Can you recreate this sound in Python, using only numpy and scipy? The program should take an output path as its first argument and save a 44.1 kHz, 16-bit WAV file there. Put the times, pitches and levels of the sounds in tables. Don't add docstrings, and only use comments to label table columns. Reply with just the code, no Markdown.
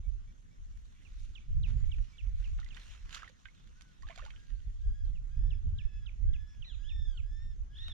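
import sys
import numpy as np
from scipy import signal
from scipy.fft import rfft, irfft, next_fast_len
from scipy.io import wavfile
from scipy.ndimage import uniform_filter1d

SR = 44100
rng = np.random.default_rng(int(sys.argv[2]) if len(sys.argv) > 2 else 0)


def wav_record(signal):
    frames = np.transpose(np.atleast_2d(signal))
    bounded = np.clip(frames, -1, 1)
    quanta = np.round(bounded * 32767).astype(np.int16)
    wavfile.write(sys.argv[1], SR, quanta)


N = 349713

# frequency_hz, lead_radians
PORT_PHASE = [(0, -9), (430, 5), (860, 9), (1120, 7.5), (2410, 7.5), (3360, 7), (4570, -1.5), (4910, 7.5),
              (5170, 6.5), (6030, 5), (6720, 8.5), (6980, 8), (7410, 4.5)]
MARSH_PHASE = [(0, -10), (340, 3.0), (690, 2.5), (1380, 3.5), (1640, 3.5), (1890, 1.5), (2500, 2),
               (2760, -1), (3960, -1.1), (4650, 0.5), (6030, 2), (6370, 3), (6720, 2.5), (7410, 5)]
# frequency_hz, likeness (1 = the same)
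PORT_LIKENESS = [(200, 0.71), (1000, 0.83), (3000, 0.59), (6000, 0.45), (10000, 0.8)]
# peak_s, level_db, hold_s, fade_db_per_s, left_minus_right_db, flutter_vs_rumble_db
GUSTS = [(0, -43, 0.17, 57, -3.5, -14), (0.089, -33, 0.011, 206, -22, -16),
         (0.608, -46, 0.02, 33, -0.5, -20), (1.129, -46.5, 0.18, 58, -0.5, -14.5),
         (1.234, -43.5, 0.011, 191, -26, -38), (1.509, -32.5, 0.13, 54.5, -4, -7.5),
         (1.736, -28, 0.0069, 262, -12.5, -6.5), (1.791, -34.5, 0.23, 349, -6.5, -11),
         (2.237, -37, 0.26, 47, -5, -23), (2.534, -41, 0.0074, 121, 0, -5),
         (2.919, -47.5, 0.0072, 400, 15, -11), (3.035, -43, 0.0094, 197, 0, -28),
         (3.11, -53.5, .03, 74, -7, -25), (3.465, -56, 0.012, 156, -3, -11),
         (3.631, -56, 0.0091, 30, -0.5, -36), (4.041, -39.5, 0.007, 253, -4, -17),
         (4.199, -45.5, 0.0085, 42, -1.5, -22), (4.513, -40, 0.051, 198, -11, -25),
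         (4.661, -37.5, 0.018, 199, -3.5, -14.5), (4.754, -43, 0.075, 56.5, -2, -17.5),
         (4.876, -29.5, 0.0099, 242, 0, -18), (5.02, -33, .01, 32.5, -7, -15.5),
         (5.388, -30.5, 0.071, 73.5, -6.5, -12.5), (5.658, -33, 0.022, 198, -3, -3),
         (5.727, -38, 0.014, 200, 2, 0), (5.85, -32.5, 0.012, 393, -12.5, -30),
         (5.949, -40.5, 0.072, 52.5, -6.5, -12.5), (6.23, -29.5, 0.07, 105, -4.5, -14),
         (6.607, -37.5, 0.0066, 242, -4, -15), (6.731, -40.5, 0.12, 93.5, -11.5, -19),
         (6.931, -33.5, 0.016, 224, -2.5, -15), (6.994, -35.5, 0.035, 265, -5.5, -12),
         (7.163, -39.5, 0.12, 151, -3.5, -18.5), (7.324, -40, 0.072, 150, -8.5, -15),
         (7.436, -40.5, 0.076, 150, -4.5, -12.5), (7.584, -41, 0.053, 260, -3.5, -17),
         (7.088, -29, 0.0072, 298, -10.5, -25), (7.72, -48, 0.035, 21, -2, -10.5),
         (7.828, -45, 0.12, 41, -3.5, -11)]
# frequency_hz, level_db
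RUMBLE_COLOUR = [(7.1, -32.5), (12, -6.5), (32, 7), (47, 1), (66, -5.5), (130, -29.5), (170, -48),
                 (290, -120)]
FLUTTER_COLOUR = [(41, -23.5), (70, 1.5), (127, -11), (167, -24), (196, -26), (248, -50.5), (500, -54.5),
                  (650, -101), (1100, -120)]
MARSH_COLOUR = [(59, -30), (100, 2), (192, -11.5), (272, -18), (661, -29.5), (934, -30.5), (1020, -27.5),
                (1500, -27), (2360, -35), (3150, -33.5), (4790, -41.5), (6400, -31.5), (7680, -44),
                (9980, -56.5), (12500, -57), (15500, -63.5)]
RUSTLE_COLOUR = [(180, -45), (300, -14), (659, -12.5), (735, -14), (808, -6.5), (1210, -6), (1490, -2.5),
                 (2890, -2), (3500, -4), (3790, -2), (4600, -9.5), (6710, -8), (7680, -18), (9980, -21),
                 (12500, -31), (15500, -36.5)]
SLAP_COLOUR = [(300, -58.5), (900, -1), (1600, 5.5), (3200, 6.5), (4500, -25.5), (9000, -45)]
TICK_COLOUR = [(1500, -41), (3500, 5), (5500, 1), (7000, 1), (8500, -22), (10000, -13), (12000, -23),
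               (14200, -28), (15500, -57)]
# time_s, level_db, brightness_db_per_octave
BRUSHING = [(0, -74.5, -2), (.4, -82, 6), (1.1, -68.5, 1.5), (1.45, -74.5, 0), (1.75, -68.5, -0.5),
            (2.05, -68, 1), (2.35, -71.5, 0.5), (2.7, -68, -2.5), (3.05, -74, 0.5), (3.4, -71, 0),
            (3.83, -70.5, 0.5), (4.0, -72.5, 2), (4.4, -71.5, 4), (4.75, -78, 5.5), (5.5, -75, -3),
            (7.0, -79.5, 2.5), (7.701, -84, 1.5), (7.93, -66, -6.5)]
# peak_s, level_db, hold_s, fade_db_per_s, brightness_db_per_octave
STRIDES = [(1.19, -70, 0.034, 65, 5), (1.694, -61, 0.008, 300, -1.5), (1.83, -66.5, .025, 250, -3.5),
           (2.4, -63.5, 0.021, 48.5, 2), (2.764, -59, 0.16, 67, 0.5), (3.117, -58.5, 0.14, 303, -3),
           (3.145, -51, 0.012, 300, 1.5), (4.086, -63.5, 0.14, 47.5, -2.5), (6.503, -74.5, 0.047, 26, -1.5),
           (7.777, -68.5, 0.21, 50, 1.5)]
# start_s, level_db
PIPS = [(.04, -76), (.27, -77), (.5, -80), (.72, -83), (.95, -80), (1.185, -81), (1.41, -76),
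        (1.888, -70.5), (2.122, -70.5), (2.35, -78)]
# time_s, level_db
TRILL_LEVELS = [(0, -77.5), (3, -86.5), (6.001, -83.5), (7.2, -73), (7.9, -86)]
# tick_db, low_ring_db, high_ring_db
SNAPS = [(0.774, -60.5, -13, -20, -9), (1.197, -61.5, -4, -13, -20), (1.677, -62, -9, -21, -14),
         (1.686, -54.5, -10, -14, -24), (2.6459, -56, -1, -18, -11), (2.689, -49.5, -16, -24, -30),
         (3.281, -58, -7, -14, -8), (3.293, -63, -1, -14, -12), (3.6742, -60, -7.5, -16, -24),
         (3.8103, -44.5, -16.5, -21, -18), (3.821, -51, -8.5, -5, -10), (4.3062, -38.5, -29, -30, -38),
         (4.483, -60, -16, -22, -28), (4.6032, -57, -30, -28, -30), (7.883, -41.5, -20, -12, -13.5)]
# pitch_hz, ring_s (time to fade by 60 dB)
STALK_TONES = [(6600, 0.0063), (9600, 0.0082)]
# start_s, length_s, from_hz, to_hz, level_db
WHISTLES_AND_ECHO = [(0.96, .06, 5800, 3700, -92), (3.54, 0.057, 4400, 3380, -75),
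                     (3.541, 0.055, 4000, 2950, -79), (4.633, 0.057, 4530, 3270, -80.5),
                     (4.782, 0.038, 4890, 3570, -80), (5.042, 0.069, 4440, 3240, -79.5),
                     (5.31, 0.1, 2500, 2500, -83), (5.543, 0.035, 3480, 3250, -79.5),
                     (5.841, 0.16, 2645, 2596, -76.5), (6.658, 0.054, 3980, 3990, -65.5),
                     (6.684, 0.19, 7180, 6800, -83), (5.05, 0.047, 4920, 3700, -87),
                     (5.128, 0.018, 2050, 2020, -77), (7.066, .165, 7630, 7330, -85),
                     (7.258, 0.09, 7350, 7600, -90), (7.813, 0.027, 2700, 2820, -70),
                     (7.853, 0.03, 2920, 2750, -64), (6.049, 0.015, 1410, 1380, -73),
                     (6.227, 0.023, 2050, 2040, -77), (6.327, 0.024, 1960, 2100, -72)]
# time_s, pitch_hz, level_db
CHIP_SHAPE = [(0, 4170, 4), (.005, 3590, 2), (0.012, 2915, 2.5), (.021, 2660, -2.5), (0.032, 2508, -3.5),
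              (.038, 2280, -4), (0.042, 1880, -22.5)]
# start_s, level_db, skipped_opening_s, opening_boost_db
CHIPS = [(1.038, -60, .012, -2), (1.349, -56.5, .001, 5), (1.631, -56, .001, 12), (1.911, -56, .001, -2),
         (2.176, -57.5, .001, -9), (2.435, -58, .005, -8), (2.698, -59.5, .005, -5), (5.142, -64, .01, -2),
         (5.501, -58.5, .001, -10), (5.781, -57.5, .001, 3), (6.059, -56.5, .001, -7),
         (6.331, -59.5, .001, -10), (6.615, -58, .004, -5), (6.887, -57.5, .002, -9),
         (7.168, -56.5, 0.003, -8)]
# time_s, pitch_hz, level_db
ROD_SWISH = [(1.7, 6350, -89), (1.782, 7080, -76), (1.92, 6470, -87), (2.052, 5540, -81), (2.17, 4700, -82)]
# start_s, tone_db, pitch_hz, slap_vs_tone_db,
# tick_vs_tone_db, glide (share of pitch gained while ringing), ring (1 = the usual time for its pitch)
DROPS_AND_THUDS = [(1.844, -60, 1950, -2, -27, 0.15, 0.77), (1.984, -63, 570, 3.5, -21, .3, .5),
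                   (2.586, -55, 1700, 2, -28, .3, 0.67), (2.592, -45.5, 1340, -23, -30, 0.37, 0.45),
                   (2.59, -57.5, 746, -30, -40, .4, 0.58), (2.6, -50.5, 3500, -6, -13.5, 0.59, 0.73),
                   (2.616, -54, 1310, -5, -30, .3, .6), (2.629, -52, 1940, -15, -30, .05, 1.2),
                   (2.662, -49, 2010, -12, -26, .1, 0.97), (2.746, -44.5, 3470, -11, -20, .3, 0.95),
                   (2.766, -56, 2660, 7, -10, .3, 0.54), (2.77, -43, 1900, -1, -26, 0.12, 0.56),
                   (2.779, -58, 1470, 4, -27, 0.38, .6), (2.79, -65, 1290, 0, -23, .3, .6),
                   (2.912, -60.5, 2220, 2, -7, .3, .6), (2.948, -56, 1280, -1, -19, .3, 0.75),
                   (2.975, -59, 1477, 2.5, -22, 0.23, .6), (3.093, -60, 2500, 8, -3, .3, .6),
                   (3.107, -49, 2970, -8, -15, .2, 0.66), (3.127, -50, 3280, 2, -8, .3, .6),
                   (3.146, -45, 3280, 1.5, -4.5, 0.35, 0.92), (3.154, -47, 3500, 1, -4.5, .3, .6),
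                   (3.163, -42.5, 1180, -13, -28, .3, .5), (3.178, -49, 4240, -20, -20, 0.29, .7),
                   (3.179, -46, 1690, -19, -23, 0.22, .5), (3.222, -40.5, 1600, -13, -32, 0.012, 0.56),
                   (3.231, -38, 1227, -19, -30, 0.51, .6), (3.244, -44, 2000, -11, -35, .2, .5),
                   (3.277, -41, 1840, -19, -38, 0.14, 0.48), (3.297, -59, 515, 0, -14, -0.032, 0.57),
                   (3.455, -39, 1546, -5.5, -37, 0.041, 0.8), (3.485, -48.5, 2080, -19, -33, .2, .8),
                   (4.023, -50, 1810, -24, -17, 0.37, .7), (4.032, -51, 1060, -14, -24, 0.58, 1.9),
                   (4.072, -60, 840, -20, -30, .05, 1.1), (4.077, -50, 3720, -8, -25, 0.12, .8),
                   (4.087, -45.5, 1700, -6, -21, .1, 0.66), (4.098, -46, 699, -9, -35, -0.31, 1),
                   (4.1045, -48, 2030, -0.5, -24, -0.016, .8), (4.106, -50, 974, -20, -32, 0.78, 1.2),
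                   (4.126, -51, 2140, -11, -34, .3, .8), (4.159, -50, 3230, -5, -11, 0.2, 0.94),
                   (4.161, -58, 730, -20, -30, -0.06, .6), (4.177, -47, 674, -14, -20, 0.97, 0.84),
                   (4.176, -47, 2250, -7, -17, -0.005, 1.1), (4.184, -48, 1420, -8, -13, .05, .8),
                   (4.193, -44, 1080, -7, -28, 0.83, .9), (4.205, -50, 2670, -10, -22, .1, .9),
                   (4.223, -48, 1780, -17, -30, .1, 1), (4.226, -51, 530, -30, -35, 1, 0.44),
                   (4.239, -52.5, 507, -2, -30, 0.7, 0.59), (4.251, -49.5, 1410, -14, -10.5, .05, 0.85),
                   (4.262, -49, 872, -6, -15, -0.089, 1.3), (4.281, -55, 1110, -12, -30, 0.13, 0.76),
                   (4.304, -48.5, 2560, -13, -32, .03, 1), (4.338, -55.5, 1440, -15, -30, 0.28, .7),
                   (4.361, -53.5, 3040, -8, -28, .1, 1.3), (4.503, -59, 1760, -4, -17, 0.35, .9),
                   (6.598, -67.5, 360, -25, -40, .05, 0.33), (7.563, -63, 330, -25, -37, -0.021, .35),
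                   (7.886, -59.5, 705, -36, -38, .05, .6)]
# from_s, to_s, level_db
SPRAYS = [(3.1, 3.3, -49), (4.063, 4.3, -55.5), (4.317, 4.525, -64.5)]
# second_harmonic_db, third_harmonic_db
MEWS = [(3.75, 0.19, 1510, 1450, 0.062, .06, .001, -71.5, -22, -26),
        (4.33, 0.29, 1627, 1515, 0.1, 0.063, 0.0012, -75.5, -19, -5.5),
        (4.8, 0.3, 1660, 1580, 0.49, .02, 0.011, -76, -1.5, -4.5),
        (5.29, 0.3, 1730, 1717, 0.39, 0.11, 0.016, -75.5, -2, -3),
        (5.74, 0.34, 1732, 1625, 0.17, 0.016, 0.069, -72.5, -1, -7),
        (6.26, 0.37, 1710, 1630, 0.42, 0.063, 0.0051, -72, -2.5, -10),
        (6.78, .43, 1787, 1286, 0.27, .06, .045, -71, -1, -3),
        (7.22, 0.32, 1809, 1790, 0.7, .11, 0.0021, -70.5, -1, -4),
        (7.69, 0.27, 1795, 1790, 0.82, .084, .002, -71.5, -2, -8)]
# time_s, pitch_hz, level_db
RASP = [(6.475, 5400, -78), (6.51, 5500, -74), (6.57, 5230, -80)]
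# start_s, rise_s, hold_s, fall_s, from_hz, top_hz, to_hz,
# rise_bend and fall_bend (1 = straight), level_db, change_db_per_s
SQUEALS = [(6.641, 0.015, 0.0074, .098, 1583, 2002, 1083, 2.22, 1.2, -51.5, -49),
           (6.826, 0.088, .085, .165, 1271, 1783, 1545, 2.2, 1.7, -54, -46),
           (7.03, 0.024, .006, .016, 1750, 1790, 1770, 2.1, 2.2, -62, -3),
           (7.727, 0.038, .001, .001, 1420, 1790, 1850, 1.04, 1.1, -62, 7),
           (7.749, 0.04, 0.0011, 0.0011, 1330, 2000, 2010, 1.2, 1.1, -53.5, -8),
           (7.778, 0.0097, .001, .001, 1230, 1520, 1530, 1.1, 1.1, -49.5, -5),
           (7.782, 0.0403, 0.06, 0.0505, 1594, 1872, 1660, 2.65, 1.5, -49, -10),
           (7.822, 0.027, 0.0098, 0.0027, 1532, 2003, 1980, 1.59, 1.1, -53, -5)]
# frequency_hz, gain_db
THROAT = [(1100, -26.5), (1800, -18), (2050, -22.5), (2600, -13.5), (3450, -1), (3780, -4), (4000, -7.5),
          (4500, -30), (5500, -21), (6100, -19)]


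def amp(db):
    return 10 ** (np.asarray(db) / 20)


def evened(x):
    return x / np.sqrt(np.mean(x ** 2) + 1e-20)


def smooth(x, samples):
    return uniform_filter1d(uniform_filter1d(x, samples), samples)


def look_up(table, hz):
    table_hz, value = np.transpose(table)
    return np.interp(np.log(hz + 1), np.log(table_hz + 1), value)


def add(mix, start_s, sound):
    part = mix[round(start_s * SR):][:len(sound)]
    part += sound[:len(part)]


def coloured(x, colour):
    return irfft(rfft(x) * amp(look_up(colour, np.fft.rfftfreq(N, 1 / SR))), N)


def ports(left, right, pan_db, lag_s=0, phase=PORT_PHASE):
    padded = next_fast_len(N + SR // 10)
    hz = np.fft.rfftfreq(padded, 1 / SR)
    shift = np.exp(1j * (look_up(phase, hz) - 2 * np.pi * hz * lag_s))
    left = irfft(rfft(left, padded) * shift, padded)[:N]
    share = 2 / (1 + amp(-pan_db))
    return np.array([share * left, (2 - share) * right])


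def reed_echoes(x, ring_s, delay_s):
    t = np.arange(SR // 2) / SR
    echoes = rng.standard_normal((2, len(t))) * amp(-60 * t / ring_s) * (t > delay_s)
    return signal.fftconvolve(x[None], echoes / np.linalg.norm(echoes[0]), axes=1)[:, :N]


def swells(rows, rise_db_per_s):
    t = np.arange(0, N / SR + .01, .002)
    peak_s, db, hold_s, fade = rows[:, :4].T[..., None]
    return t, db - rise_db_per_s * np.maximum(peak_s - t, 0) - fade * np.maximum(t - peak_s - hold_s, 0)


def hiss(level_at, likeness, patchy_db, flicker_db):
    frames = N // 128 + 5
    a, b, c, d, patches = rng.standard_normal((frames, 257, 5)).T
    patches = evened(uniform_filter1d(uniform_filter1d(patches, 8, 0), 16, 1))
    flicker = np.minimum(rng.exponential(1, frames), 3.5)
    hz = np.fft.rfftfreq(512, 1 / SR)[:, None]
    shared = np.clip(likeness * look_up(PORT_LIKENESS, hz), 0, 1)
    left = a + 1j * b
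    right = shared * left + np.sqrt(1 - shared ** 2) * (c + 1j * d)
    spectrum = np.array([left, right]) * level_at(hz, np.arange(frames) * 128 / SR)
    spectrum *= amp(patchy_db * patches + flicker_db * flicker)
    return signal.istft(spectrum, nperseg=512, noverlap=384)[1][:, :N]


def wind():
    gusts = np.array(GUSTS)
    t, gust_db = swells(gusts, rise_db_per_s=419.5)
    pan_db, flutter_db = gusts[:, 4:].T
    sides = 4 / (1 + amp([-2 * pan_db, 2 * pan_db]))

    def layer(colour, extra_db, calm_db, power_floor):
        power = (sides * amp(2 * extra_db)) @ amp(2 * gust_db) + amp(2 * calm_db)
        strength = [np.interp(np.arange(N) / SR, t, np.sqrt(side)) for side in power]
        noise = coloured(rng.standard_normal((2, N)), colour)
        noise /= np.sqrt(smooth(evened(noise) ** 2, 1800) + power_floor)
        return strength * evened(noise)

    rumble = layer(RUMBLE_COLOUR, extra_db=0, calm_db=-72.5, power_floor=0.027)
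    flutter = layer(FLUTTER_COLOUR, extra_db=flutter_db, calm_db=-79.5, power_floor=0.12)
    buffets = evened(smooth(rng.standard_normal((2, 2, N)), 900))
    return amp(2.48 * buffets[0]) * rumble + amp(2.6 * buffets[1]) * flutter


def marsh():
    wash = hiss(lambda hz, t: amp(look_up(MARSH_COLOUR, hz)), 0.82, patchy_db=2.5, flicker_db=1.46)
    return amp(-64.5) * ports(*evened(wash), pan_db=-0.5, phase=MARSH_PHASE)


def grass_rustle():
    strides = np.array(STRIDES)
    brush_s, brush_db, brush_tilt = np.transpose(BRUSHING)
    times, stride_db = swells(strides, rise_db_per_s=255.5)
    stride_power = amp(2 * stride_db)
    brush_power = amp(2 * np.interp(times, brush_s, brush_db))
    power = stride_power.sum(0) + brush_power
    tilt = (strides[:, 4] @ stride_power + np.interp(times, brush_s, brush_tilt) * brush_power) / power

    def level_at(hz, t):
        octaves = np.log2(np.clip(hz, 500, 12000) / 3000)
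        return amp(look_up(RUSTLE_COLOUR, hz) + np.interp(t, times, tilt) * octaves)

    grains = evened(hiss(level_at, likeness=1, patchy_db=2.4, flicker_db=2.2))
    return amp(-2) * ports(*grains, pan_db=-3.5) * np.interp(np.arange(N) / SR, times, np.sqrt(power))


def bird_tone(call, waver, drift_samples):
    times, hz, *levels = np.transpose(call)
    t = np.arange(times[0], times[-1], 1 / SR)
    drift, throb = (evened(smooth(noise, drift_samples)) for noise in rng.standard_normal((2, len(t))))
    cycles = np.cumsum(np.interp(t, times, hz) * (1 + waver * drift)) / SR
    tone = sum(amp(np.interp(t, times, db)) * np.sin(2 * np.pi * k * cycles)
               for k, db in enumerate(levels, 1))
    fade = np.clip(np.minimum(t - times[0], times[-1] - t) / .006, 0, 1)
    return times[0], np.sqrt(2) * tone * fade * amp(2 * throb)


def bird(calls, waver, pan_db, lag_s, echo_db, ring_s, drift_samples=250):
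    voice = np.zeros(N)
    for call in calls:
        add(voice, *bird_tone(call, waver, drift_samples))
    echo_gain = amp(echo_db + np.array([[pan_db / 4], [-pan_db / 4]]))
    return ports(voice, voice, pan_db, lag_s) + echo_gain * reed_echoes(voice, ring_s, delay_s=.016)


def pip(start_s, db, pitch_hz=1145, length_s=0.048):
    return [(start_s, .97 * pitch_hz, -120, db - 8, db - 12),
            (start_s + .01, pitch_hz, -120, db, db - 10),
            (start_s + length_s, pitch_hz, -120, db - 2.5, db - 12)]


def trill(first_s=.097, every_s=.2486, note_s=.019):
    starts = (first_s + every_s * np.arange(32)[:, None] + note_s * np.arange(4)).ravel()
    levels = np.interp(starts, *np.transpose(TRILL_LEVELS))
    return [[(s, 6900, db), (s + .011, 5700, db)] for s, db in zip(starts, levels)]


def stalk_snaps(crack=3.8):
    rings, slaps, ticks = np.zeros((3, N))
    t = np.arange(4000) / SR
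    for start_s, db, tick_db, *tones_db in SNAPS:
        slap, tick = np.where(t > 0, rng.standard_normal((2, len(t))), crack)
        add(slaps, start_s, amp(db - 7 - 60 * t / 0.0082) * slap)
        add(ticks, start_s, amp(db + tick_db - 5.5 - 60 * t / 0.009) * tick)
        for tone_db, (hz, ring_s) in zip(tones_db, STALK_TONES):
            add(rings, start_s, amp(db + tone_db - 60 * t / ring_s) * np.sin(2 * np.pi * hz * t))
    return np.array([rings, slaps, ticks])


def whistle_or_echo(start_s, length_s, from_hz, to_hz, db):
    middle_hz = to_hz + 0.25 * (from_hz - to_hz)
    return [(start_s, from_hz, db), (start_s + length_s / 2, middle_hz, db),
            (start_s + length_s, to_hz, db)]


def chip(start_s, db, skip_s, boost_db, opening_s=0.0045):
    return [(start_s + max(t, skip_s), hz, db + shape_db - 0.5 + boost_db * max(1 - t / opening_s, 0))
            for t, hz, shape_db in CHIP_SHAPE if t >= skip_s - .006]


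def swish_or_rasp(curve, smooth_samples, pan_db):
    times, hz, db = np.transpose(curve)
    t = np.arange(times[0], times[-1], 1 / SR)
    a, b = uniform_filter1d(rng.standard_normal((2, len(t))), smooth_samples)
    angle = 2 * np.pi * np.cumsum(np.interp(t, times, hz)) / SR
    band = evened(a * np.cos(angle) - b * np.sin(angle))
    sound = np.zeros(N)
    add(sound, times[0], amp(np.interp(t, times, db)) * band)
    return ports(sound, sound, pan_db)


def drops_and_thuds(rows):
    tones, slaps, ticks = np.zeros((3, N))
    t = np.arange(4000) / SR
    for start_s, db, hz, slap_db, tick_db, glide, ring in rows:
        ring_s = .06 * (1000 / hz) ** .8 * ring
        cycles = hz * (t + glide * t ** 2 / (2 * ring_s))
        tone = np.sin(2 * np.pi * cycles) * np.minimum(t / 0.00068, 1)
        slap, tick = rng.standard_normal((2, len(t))) * np.minimum(t / 0.00071, 1)
        add(tones, start_s, amp(db - 60 * t / ring_s) * tone)
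        add(slaps, start_s, amp(db + slap_db - 60 * t / 0.019) * slap)
        add(ticks, start_s, amp(db + tick_db - 60 * t / .015) * tick)
    return np.array([tones, slaps, ticks])


def spray(drops_per_s=30, low_hz=1185, high_hz=3680, spread_db=2):
    slap_db, tick_db, glide, ring = -3, -24, 0.44, 0.79
    drops = []
    for from_s, to_s, level_db in SPRAYS:
        for when, strength, pitch in rng.random((20, 3))[:round(drops_per_s * (to_s - from_s))]:
            start_s = from_s + (to_s - from_s) * when
            db = level_db + spread_db * (2 * strength - 1)
            hz = low_hz * (high_hz / low_hz) ** pitch
            drops.append((start_s, db, hz, slap_db, tick_db, glide, ring))
    return drops


def mew(start_s, length_s, top_hz, end_hz, top_at, climb, jump, db, second_db, third_db):
    t = np.linspace(0, length_s, 48)
    progress = t / length_s
    before = np.clip(1 - progress / top_at, 0, 1)
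    after = np.clip((progress - top_at) / (1 - top_at), 0, 1)
    scoop = np.exp(-t / 0.01214) + np.exp((t - length_s) / 0.01214)
    hz = top_hz * (1 - climb * before ** 1.9 - jump * (before > 0) - 0.0728 * scoop)
    hz -= (top_hz - end_hz) * after ** 3.1
    first = db - 5 * (before + after + scoop)
    upper = first - 5 * (1 - progress)
    second, third = upper + second_db, upper + third_db
    return np.transpose([start_s + t, hz, first, second, third, third - 11, third - 24.5])


def squeal(start_s, rise_s, hold_s, fall_s, from_hz, top_hz, to_hz, rise_bend, fall_bend, db, db_per_s):
    t = np.linspace(0, rise_s + hold_s + fall_s, 40)
    to_climb = np.clip(1 - t / rise_s, 0, 1)
    fallen = np.clip((t - rise_s - hold_s) / fall_s, 0, 1)
    hz = top_hz - (top_hz - from_hz) * to_climb ** rise_bend - (top_hz - to_hz) * fallen ** fall_bend
    level_db = db - 4 * to_climb + db_per_s * t
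    first, second, third = (level_db + look_up(THROAT, k * hz) for k in (1, 2, 3))
    return np.transpose([start_s + t, hz, first, second, third - 7.5])


def among_reeds(rings, slaps, ticks):
    bright = amp(14.5) * coloured(ticks, TICK_COLOUR)
    direct = amp(-.5) * rings + amp(5.5) * coloured(slaps, SLAP_COLOUR) + bright
    scatter = amp(-.5) * reed_echoes(bright, ring_s=0.02, delay_s=0)
    echoes = amp(-10) * reed_echoes(direct, ring_s=0.069, delay_s=0.0066)
    return ports(direct, direct, pan_db=-10) + scatter + echoes


def scene():
    birds = bird([chip(*row) for row in CHIPS], waver=0.0082,
                 pan_db=-14, lag_s=0.00014, echo_db=-11.5, ring_s=0.22)
    for mews, waver in (MEWS[:5], .008), (MEWS[5:], .0065):
        birds += bird([mew(*row) for row in mews], waver, drift_samples=560,
                      pan_db=3, lag_s=1.02e-5, echo_db=-15, ring_s=0.32)
    birds += bird([squeal(*row) for row in SQUEALS], waver=0.0064, drift_samples=120,
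                  pan_db=-1.5, lag_s=1.03e-5, echo_db=-7, ring_s=0.44)
    far = [whistle_or_echo(*row) for row in WHISTLES_AND_ECHO] + [pip(*row) for row in PIPS] + trill()
    birds += bird(far, waver=.004, pan_db=-3, lag_s=1.04e-5, echo_db=-4, ring_s=.3)
    background = wind() + marsh()
    angler = grass_rustle()
    hits = drops_and_thuds(DROPS_AND_THUDS + spray()) + stalk_snaps()
    angler += among_reeds(*hits)
    angler += swish_or_rasp(ROD_SWISH, smooth_samples=150, pan_db=-9)
    birds += swish_or_rasp(RASP, smooth_samples=73, pan_db=-3)
    return background + angler + birds


def record(dry):
    fade = np.clip(np.minimum(np.arange(N), np.arange(N)[::-1]) / (.005 * SR), 0, 1)
    treble_cut = signal.firwin(511, cutoff=15200, window=("kaiser", 9), fs=SR)
    return signal.oaconvolve(dry * fade, treble_cut[None], "same")


dry = scene()
out = record(dry)
wav_record(out)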